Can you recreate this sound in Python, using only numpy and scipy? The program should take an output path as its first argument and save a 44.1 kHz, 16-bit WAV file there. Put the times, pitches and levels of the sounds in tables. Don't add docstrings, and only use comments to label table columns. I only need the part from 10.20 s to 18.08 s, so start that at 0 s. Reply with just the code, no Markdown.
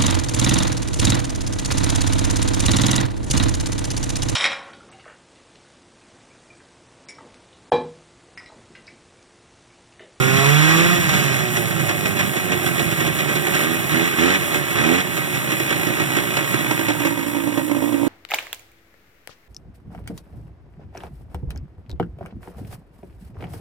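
import sys
import numpy as np
from scipy import signal
from scipy.fft import rfft, irfft
from scipy.io import wavfile
from scipy.ndimage import uniform_filter1d

SR = 44100
rng = np.random.default_rng(int(sys.argv[2]) if len(sys.argv) > 2 else 0)


def dump(signal):
    limited = np.clip(np.atleast_2d(signal).T, -1, 1)
    pcm = np.round(limited * 32767).astype(np.int16)
    wavfile.write(sys.argv[1], SR, pcm)


N = 347493


def undb(db):
    return 10 ** (np.asarray(db) / 20)


def unit(x):
    return x / np.sqrt(np.mean(x ** 2))


def noise():
    return rng.standard_normal(N)


def curves(table):
    s, *columns = np.transpose(table)
    return [np.interp(np.arange(N) / SR, s, c) for c in columns]


def ring(x, modes):
    total = 0
    for k, (hz, width, db) in enumerate(modes):
        resonance = signal.lfilter(*signal.iirpeak(hz, hz / width, SR), x)
        total = total + (-1) ** k * undb(db) * resonance
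    return total


def lowpass(x, hz):
    return signal.lfilter(*signal.butter(2, hz, fs=SR), x)


def walk(rate):
    k = int(SR / rate)
    steps = np.repeat(rng.standard_normal(N // k + 1), k)
    return unit(uniform_filter1d(uniform_filter1d(steps, k), k)[:N])


def impulses(s, size):
    at, out = np.asarray(s) * SR, np.zeros(N + 2)
    np.add.at(out, at.astype(int), size * (1 - at % 1))
    np.add.at(out, at.astype(int) + 1, size * (at % 1))
    return out[:N]


def fade(x, decay_s):
    return signal.lfilter([1], [1, -np.exp(-1 / (decay_s * SR))], x)


def throttle(opens, shuts):
    t, open_s, shut_s = np.arange(N) / SR, 0.038, 0.028
    return np.clip((t - opens) / open_s, 0, 1) * np.clip(1 - (t - shuts) / shut_s, 0, 1)


# time in seconds, crank turns in Hz.
BELT_SPEED = [(0.0, 63.4), (0.24, 69.0), (0.42, 77.0), (0.57, 82.8), (0.74, 88.2), (0.77, 87.9),
              (0.9, 77.5), (1.1, 67.3), (1.23, 61.9), (1.56, 54.8), (1.91, 49.6), (2.57, 42.6),
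              (3.25, 35.0), (3.33, 35.3)]
# opens in seconds, shuts in seconds, crank climb in Hz per second,
# even-burning share (0-1) at opening, the same at shutting, loudest moment in seconds, drone there in dB
# before pipe colour, lift of boom in dB, of bark in dB at the loudest moment, of rasp in dB,
# time constant of the crank sinking afterwards in seconds.
THROTTLE_BLIPS = [(3.328, 3.555, 30.48, 0.15, 0.62, 3.52, -25, 1, 14, 2.5, .325),
                  (3.685, 3.875, 33.51, 0.14, 0.63, 3.82, -24, 4.5, 14.5, 5, .2),
                  (3.96, 4.155, 50, 0.45, 0.33, 4.055, -16.5, 2.5, 16.5, 7, .25),
                  (4.535, 4.805, 50, 0, 0.56, 4.72, -17.5, 3, 16, 6.5, .325)]


def crank():
    idle_hz = 28.8
    t, turns = np.arange(N) / SR, curves(BELT_SPEED)[0]
    for opens, shuts, gain, *_, lag_s in THROTTLE_BLIPS:
        climb = np.interp(opens, t, turns) + gain * (np.minimum(t, shuts) - opens)
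        sink = np.exp(-np.maximum(t - shuts, 0) / lag_s)
        turns = np.where(t > opens, idle_hz + (climb - idle_hz) * sink, turns)
    return turns


# exhaust pop in dB, gas burst (rasp) in dB,
# the next stroke against this one in dB.
HARD_FIRINGS = [(0.936, -21, -18.5, -20), (1.368, -29, -21, -22), (1.596, -23, -27, -20),
                (1.692, 0, -18, -27), (1.856, -26, -19, -20), (1.993, -21, -18, -5), (2.026, -11, -29, -17),
                (2.167, -8, -24.5, -20), (2.32, 0, -19, -17), (2.462, -6, -20.5, -20),
                (2.594, -14, -19, -25), (2.713, -16, -26, -20), (2.805, -23, -20.5, -20),
                (2.865, -17, -22, -22), (2.989, -13, -22, -3), (3.091, -14, -22, -18),
                (3.156, -12, -21, -23), (3.27, -7, -20, -29), (3.348, 4, -19, -17), (3.378, -20, -38, -15),
                (3.408, -32, -30, -12), (3.433, -20, -26, -12), (4.342, -19, -19, -8),
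                (4.364, -5, -40, -15), (4.509, -2, -32, -12), (4.973, 0, -23, -25), (5.146, -18, -24, -8),
                (5.304, -6, -24.5, 3.5), (5.4, -9, -28, -15), (5.507, 2, -20, -17), (5.612, -12, -36, -15),
                (5.668, 0, -28, -10), (5.719, -11, -36, -15), (5.799, 6, -22.5, -7), (5.856, -11, -43, -17),
                (5.918, 1, -32, -19), (5.967, -11, -17.5, -11), (6.087, -9, -46, -15),
                (6.169, -13, -19, -13), (6.226, -15, -43, -15), (6.34, 6, -24.5, -22),
                (6.389, -6, -30, -17), (6.462, -2, -35, -15), (6.51, 6.5, -21, -23),
                (6.592, 4.5, -24.5, -20), (6.684, 2, -19, -3), (6.8, 1, -28, -25), (6.851, -6, -20, -2.5),
                (6.906, -5, -33, -23), (6.974, -6, -32, 2), (7.028, -13, -33, -17), (7.08, -23, -36, -19),
                (7.131, -19, -46, 12), (7.165, -3, -35, -9), (7.255, -8, -49, -12), (7.272, -5, -38, 1),
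                (7.322, -8, -35, -10), (7.375, 2, -26.5, -12), (7.43, -25, -57, -18),
                (7.496, -7, -38.5, 9.5), (7.565, -3, -34, -16), (7.622, -0.5, -38, 3.5),
                (7.674, -8, -39, 3), (7.724, -1, -37, 3), (7.777, -5, -37.5, -7), (7.813, -2.5, -48, 1),
                (7.848, -10, -42, -20), (7.866, -1, -35, -16)]


def firing_count(turns):
    count = np.cumsum(2 * turns) / SR
    at = (np.array(HARD_FIRINGS)[:, 0] * SR).astype(int)
    at = at[turns[at] < 33]
    whole = np.round(count[at[0]]) + np.r_[0, np.cumsum(np.round(np.diff(count[at])))]
    return count + np.interp(np.arange(N), at, whole - count[at])


def firings(turns, even):
    count = firing_count(turns)
    k = np.arange(1, int(count[-1]) + 1)
    s = np.interp(k, count, np.arange(N) / SR)
    at = (s * SR).astype(int)
    uneven = 1 - even[at]
    size_chance, time_chance = rng.standard_normal((len(k), 2)).T
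    size = undb(uneven * 4.0 * size_chance - (1.5 + 3.0 * uneven) * (k % 2))
    strayed = s + .0005 * uneven * (30 / turns[at]) ** 2 * time_chance
    strayed = np.clip(strayed, 0, (N - 1) / SR)
    hard_s, pop_db, _, step_db = np.transpose(HARD_FIRINGS)
    nearest = abs(s - hard_s[:, None]).argmin(axis=1)
    pops = 0
    for n in range(2):
        pop_s = s[np.minimum(nearest + n, len(s) - 1)]
        pops = pops + impulses(pop_s, undb(pop_db + n * step_db))
    return impulses(s, undb(-4.5 * (k % 2))), impulses(strayed, size), pops


def gas_bursts(turns):
    hold_s, decay_s = .008, .007
    s, _, burst_db, step_db = np.transpose(HARD_FIRINGS)
    next_s = np.minimum(s + .5 / turns[(s * SR).astype(int)], (N - 1) / SR)
    first = impulses(s, undb(burst_db + 7.0))
    again = impulses(next_s, undb(burst_db + step_db + 7.0))
    return uniform_filter1d(fade(again + first, decay_s), size=int(hold_s * SR))


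# silencer boom in dB,
# pipe bark in dB, cowling rasp in dB, fan hiss in dB; last, share of each charge that burns evenly (0-1).
SLOW_RIDE = [(0.05, -32, -22.5, -22, -34, 0.14), (0.33, -17, -25.5, -20.5, -35.5, 0.16),
             (0.53, -29, -15, -19, -34.5, 0.32), (0.74, -20, -23, -21.5, -34.5, 0.24),
             (0.81, -30, -34, -24.5, -35.5, 0.1), (0.96, -31, -30.5, -22, -35, 0),
             (1.3, -33.5, -31, -28, -35, 0.03), (1.9, -32, -33, -30, -35.5, 0.01),
             (2.5, -28, -27.5, -28, -35.5, 0.46), (3.3, -33, -29.5, -28, -35, 0.33),
             (4.3, -35.5, -31, -27, -35.5, 0.12), (5.05, -34.5, -30.5, -29, -37, 0.42),
             (5.6, -33, -27, -27, -35.5, 0.44), (6.4, -33, -29.5, -27.5, -36, 0.37),
             (6.96, -35, -31, -33.5, -38, 0.64), (7.88, -36, -29, -38.5, -41, 0.66)]


def ride():
    t = np.arange(N) / SR
    boom_db, bark_db, rasp_db, hiss_db, even = curves(SLOW_RIDE)
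    for opens, shuts, _, first, last, top_s, _, boom_up, bark_up, rasp_up, _ in THROTTLE_BLIPS:
        gate = throttle(opens, shuts)
        even = even + gate * (np.interp(t, [opens, shuts], [first, last]) - even)
        boom_db = boom_db + gate * boom_up
        bark_db = bark_db + gate * (bark_up - 33 * abs(t - top_s))
        rasp_db = rasp_db + gate * rasp_up
    s, _, burst_db, _ = np.transpose(HARD_FIRINGS)
    bell = np.hanning(int(2 * 0.073 * SR))
    excess = undb(burst_db - rasp_db[(s * SR).astype(int)])
    swell = signal.fftconvolve(impulses(s, excess), bell, "same")

    def lift(share, late_s):
        return 20 * np.log10(1 + share * abs(np.roll(swell, int(late_s * SR))))

    boom_db = boom_db + lift(0.077, 0.033)
    bark_db = bark_db + lift(0.11, 0.0033) * (1 - 0.13 * curves(RIDER_LEAN)[1])
    return np.clip(even, 0, 1), boom_db, bark_db, rasp_db + lift(0.13, .008), hiss_db


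# time in seconds, mean level of the firing tone in dB,
# of its second multiple in dB, of its third in dB.
FULL_DRONE = [(0, -17, -26.5, -17), (.15, -24, -24.5, -18), (.3, -12, -35, -20.5), (.42, -12, -26, -38),
              (.6, -15, -34, -28), (0.744, -16.5, -19, -53)]
# frequency in Hz, mean tone level in dB.
COWLING_BUZZ = [(480, -37), (600, -38), (700, -31), (800, -42), (950, -43), (1100, -37), (1400, -36),
                (1800, -40)]
# frequency in Hz, gain in dB.
PIPE_LOADED = [(70, -12), (90, -13), (160, -10), (225, -1), (255, 0), (275, -3), (297, -12), (320, -1),
               (350, 2), (385, -3), (420, -3), (445, -8), (475, -20), (600, -17), (800, -22), (1000, -26)]


def full_throttle():
    return throttle(-1, FULL_DRONE[-1][0])


def drone(turns):
    t, phase = np.arange(N) / SR, 2 * np.pi * firing_count(turns)
    waver_db, buzz_waver_db = 1, 4.5

    def tone(k, waver):
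        return np.sqrt(2) * undb(waver * walk(20)) * np.sin(k * phase)

    full = 0
    for k, db in enumerate(curves(FULL_DRONE), start=1):
        full = full + undb(db) * tone(k, waver_db)
    for k in range(4, 12):
        buzz_db = np.interp(2 * k * turns, *np.transpose(COWLING_BUZZ))
        full = full + undb(buzz_db) * tone(k, buzz_waver_db)

    def blip_level(k):
        level = 0
        for opens, shuts, _, _, _, top_s, db, *_ in THROTTLE_BLIPS:
            slope = np.where(t < top_s, 73, 95)
            sag_db = (1 if k > 2 else 0.15) * slope * abs(t - top_s)
            level = level + throttle(opens, shuts) * undb(db - sag_db)
        return level

    hz, db = np.transpose(PIPE_LOADED)
    blips = 0
    for k in range(1, 12):
        colour = undb(np.interp(2 * k * turns, hz, db))
        blips = blips + blip_level(k) * colour * tone(k, waver_db)
    return full_throttle() * full + blips


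# frequency in Hz, width in Hz, relative level in dB.
SILENCER_MODES = [(140, 40.7, 5), (196, 86, -3)]


def silencer_boom(boom_db, even, fast, beats, port_pulses, tumble):
    drive = (0.7 - 0.9 * fast) * even * beats + port_pulses + 2.0 * (1 - 0.077 * fast) * tumble
    return undb(boom_db + 8.0 - 13.6 * fast * (even > .15)) * unit(ring(drive, SILENCER_MODES))


# frequency in Hz, width in Hz, relative level in dB.
PIPE_MODES = [(237, 61, -4), (349, 40.7, 4.5), (395.6, 91, -0.5), (592, 51, -3.5), (721.5, 71, -5),
              (804, 270, -15.5)]
# frequency in Hz, width in Hz, relative level in dB.
OUTLET_MODES = [(284.5, 34.5, 2.5), (338.7, 35, -3.5), (390, 70, -20.5), (573, 38, -5), (666, 66, -15),
                (939.4, 86, -7.5), (1260, 110, -18.5)]
# time in seconds, exhaust gain ahead of the left port in dB,
# share of the outlet in the bark (0-1).
RIDER_LEAN = [(0, -1.5, 0.24), (1, -2.5, 0), (5.2, -0.5, 0.16), (6.4, -0.5, 0.28), (6.8, -0.5, 0.6),
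              (7.3, -2.5, 0.91), (7.88, -1.5, 0.91)]


def pipe_bark(bark_db, even, fast, beats, pops, port_pulses, tumble, burst):
    near = curves(RIDER_LEAN)[1]
    opened = full_throttle() + sum(throttle(opens, shuts) for opens, shuts, *_ in THROTTLE_BLIPS)
    push = undb(bark_db - 1.5 - 20.0 * opened) * unit(even * beats) + undb(4.5) * pops
    push = fast * push + (1 - fast) * lowpass(push, 480.)
    outlet_pops = undb(1.0) * near * lowpass(pops, 1000.)
    gas = undb(bark_db + 6.5 - 7 * opened) * (port_pulses + tumble)
    blast = undb(2.0 - 0.7 * near) * burst * noise()
    flow = push + outlet_pops + gas + blast
    dip_hz, dip_width_hz = 482, 27.5
    over_cowling = signal.lfilter(*signal.iirnotch(dip_hz, dip_hz / dip_width_hz, SR), ring(flow, PIPE_MODES))
    at_outlet = undb(7.5) * ring(flow, OUTLET_MODES)
    return undb(18.5) * ((1 - near) * over_cowling + near * at_outlet)


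# frequency in Hz, width in Hz, relative level in dB.
COWLING_MODES = [(1260, 526, -5), (1590, 43, 3.5), (1878, 240, 2), (2240, 180, 1.5), (2452, 73, 4),
                 (2940, 1200, -12.5), (3327, 60, -1), (3490, 1030, -14), (4073, 44, -5)]


def cowling_rasp(rasp_db, even, fast, beats, puffs, burst):
    gas = noise()
    knock = (.15 + 1.7 * fast) * even * beats
    rasp = undb(rasp_db + 5.0) * unit(ring(puffs * gas + knock, COWLING_MODES))
    rasp = rasp + undb(-3.5) * unit(ring(gas, COWLING_MODES)) * burst
    s, _, burst_db, _ = np.transpose(HARD_FIRINGS)
    rasp = rasp + undb(7.0) * ring(impulses(s, undb(burst_db)), COWLING_MODES)
    rasp = signal.sosfilt(signal.cheby1(6, 1, 4250., fs=SR, output="sos"), rasp)
    thin_band = unit(ring(noise(), [(5970, 2800, 0)]))
    return rasp + thin_band * (undb(rasp_db - 15.0 + 3.4 * fast) * puffs + undb(-16.0) * burst)


# frequency in Hz, width in Hz, relative level in dB.
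FAN_BANDS = [(5800, 570, -6), (7500, 2200, -2), (8970, 1450, 8.5), (10920, 630, 8), (12840, 1700, 7),
             (14600, 1200, 3.5)]


def belt_and_fan_hiss(hiss_db, puffs, burst):
    def air():
        return unit(sum(undb(0.58 * walk(18)) * ring(noise(), [band]) for band in FAN_BANDS))

    apart = 0.17
    hiss = np.sqrt(1 - apart) * air() + np.sqrt(apart) * np.array([air(), air()])
    steady = undb(hiss_db + 5.0 + 1.28 * walk(30)) * unit(1 + 0.19 * puffs)
    return hiss * (steady + undb(-32.0) * burst)


def track():
    return undb(-42.0) * unit(ring(noise(), [(97, 150, 0)]))


def engine():
    turns = crank()
    even, boom_db, bark_db, rasp_db, hiss_db = ride()
    ports, beats, pops = firings(turns, even)
    ports, beats = unit(ports / np.sqrt(turns)), unit(beats / np.sqrt(turns))
    burst = gas_bursts(turns)
    fast = np.clip((turns - 40.) / 28., 0, 1)
    port_pulses = .62 * np.maximum(turns / 33, 1) ** .7 * (1 - even) * ports
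    tumble = [(1 - even) * undb(1.2 * walk(25)) * noise() for _ in range(2)]
    puffs = 1.1 + .55 * unit(fade(beats, .005))
    boom = silencer_boom(boom_db, even, fast, beats, port_pulses, tumble[0])
    bark = pipe_bark(bark_db, even, fast, beats, pops, port_pulses, tumble[1], burst)
    rasp = cowling_rasp(rasp_db, even, fast, beats, puffs, burst)
    hiss = belt_and_fan_hiss(hiss_db, puffs, burst)
    return boom + bark + drone(turns) + track(), rasp + hiss


# time in seconds, mean level in dB.
WIND_GUSTS = [(0, -49), (.3, -34), (.75, -23.5), (1.1, -33), (2.4, -38), (3.2, -38), (3.7, -36), (4.0, -54),
              (4.25, -31), (4.45, -40), (4.6, -52), (5.05, -43), (5.2, -34), (6.0, -35), (6.1, -53),
              (7.88, -62)]


def wind():
    band = [(104, 45, -6.5), (194, 170, -4.5)]
    buffeting = unit(ring(ring(noise(), band), [(124, 120, 0)]))
    return undb(curves(WIND_GUSTS)[0] + 2.2 * walk(17)) * buffeting


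# frequency in Hz, gain in dB, likeness (0-1), phase lead in radians
LEFT_PATH = [(41, -2, 0.8, 3.9), (75, -9.5, 0.7, 2.4), (152, -13.5, 0.25, 3.6), (307, -13.5, 0.4, 0.53),
             (515, -9, 0.13, 2.8), (695, -6.5, 0.97, 1.1), (1100, -3, 0.8, 2.82), (2160, -2.5, 0.97, 2.885),
             (4400, -1, 1, 3.09), (8240, 0.7, 1, 2.62), (11700, -3.5, 0.6, 2.9), (15000, -8, 1, 2.9)]


def left_port(x):
    lag_s, scatter_decay_s = 0.0004508, .04
    hz = np.fft.rfftfreq(N, 1 / SR)
    table_hz, *columns = np.transpose(LEFT_PATH)
    db, like, lead = (np.interp(np.log(hz + 1), np.log(table_hz), c) for c in columns)
    scatter = rfft(noise() * np.exp(-np.arange(N) / (scatter_decay_s * SR)))
    direct = like * np.exp(1j * (lead - 2 * np.pi * hz * lag_s))
    path = direct + np.sqrt(1 - like ** 2) * scatter / abs(scatter)
    return irfft(rfft(x) * undb(db) * path, N)


def scene():
    exhaust, upper = engine()
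    left = left_port(exhaust * undb(curves(RIDER_LEAN)[0]) + upper[0]) + wind()
    return np.array([left, exhaust + upper[1]])


def record(dry):
    x = signal.sosfilt(signal.butter(3, 62., "high", fs=SR, output="sos"), dry)
    rounded = np.tanh(0.79 * x) / 0.83
    return signal.sosfilt(signal.ellip(10, .2, 80, 15850, fs=SR, output="sos"), rounded)


dry = scene()
out = record(dry)
dump(out)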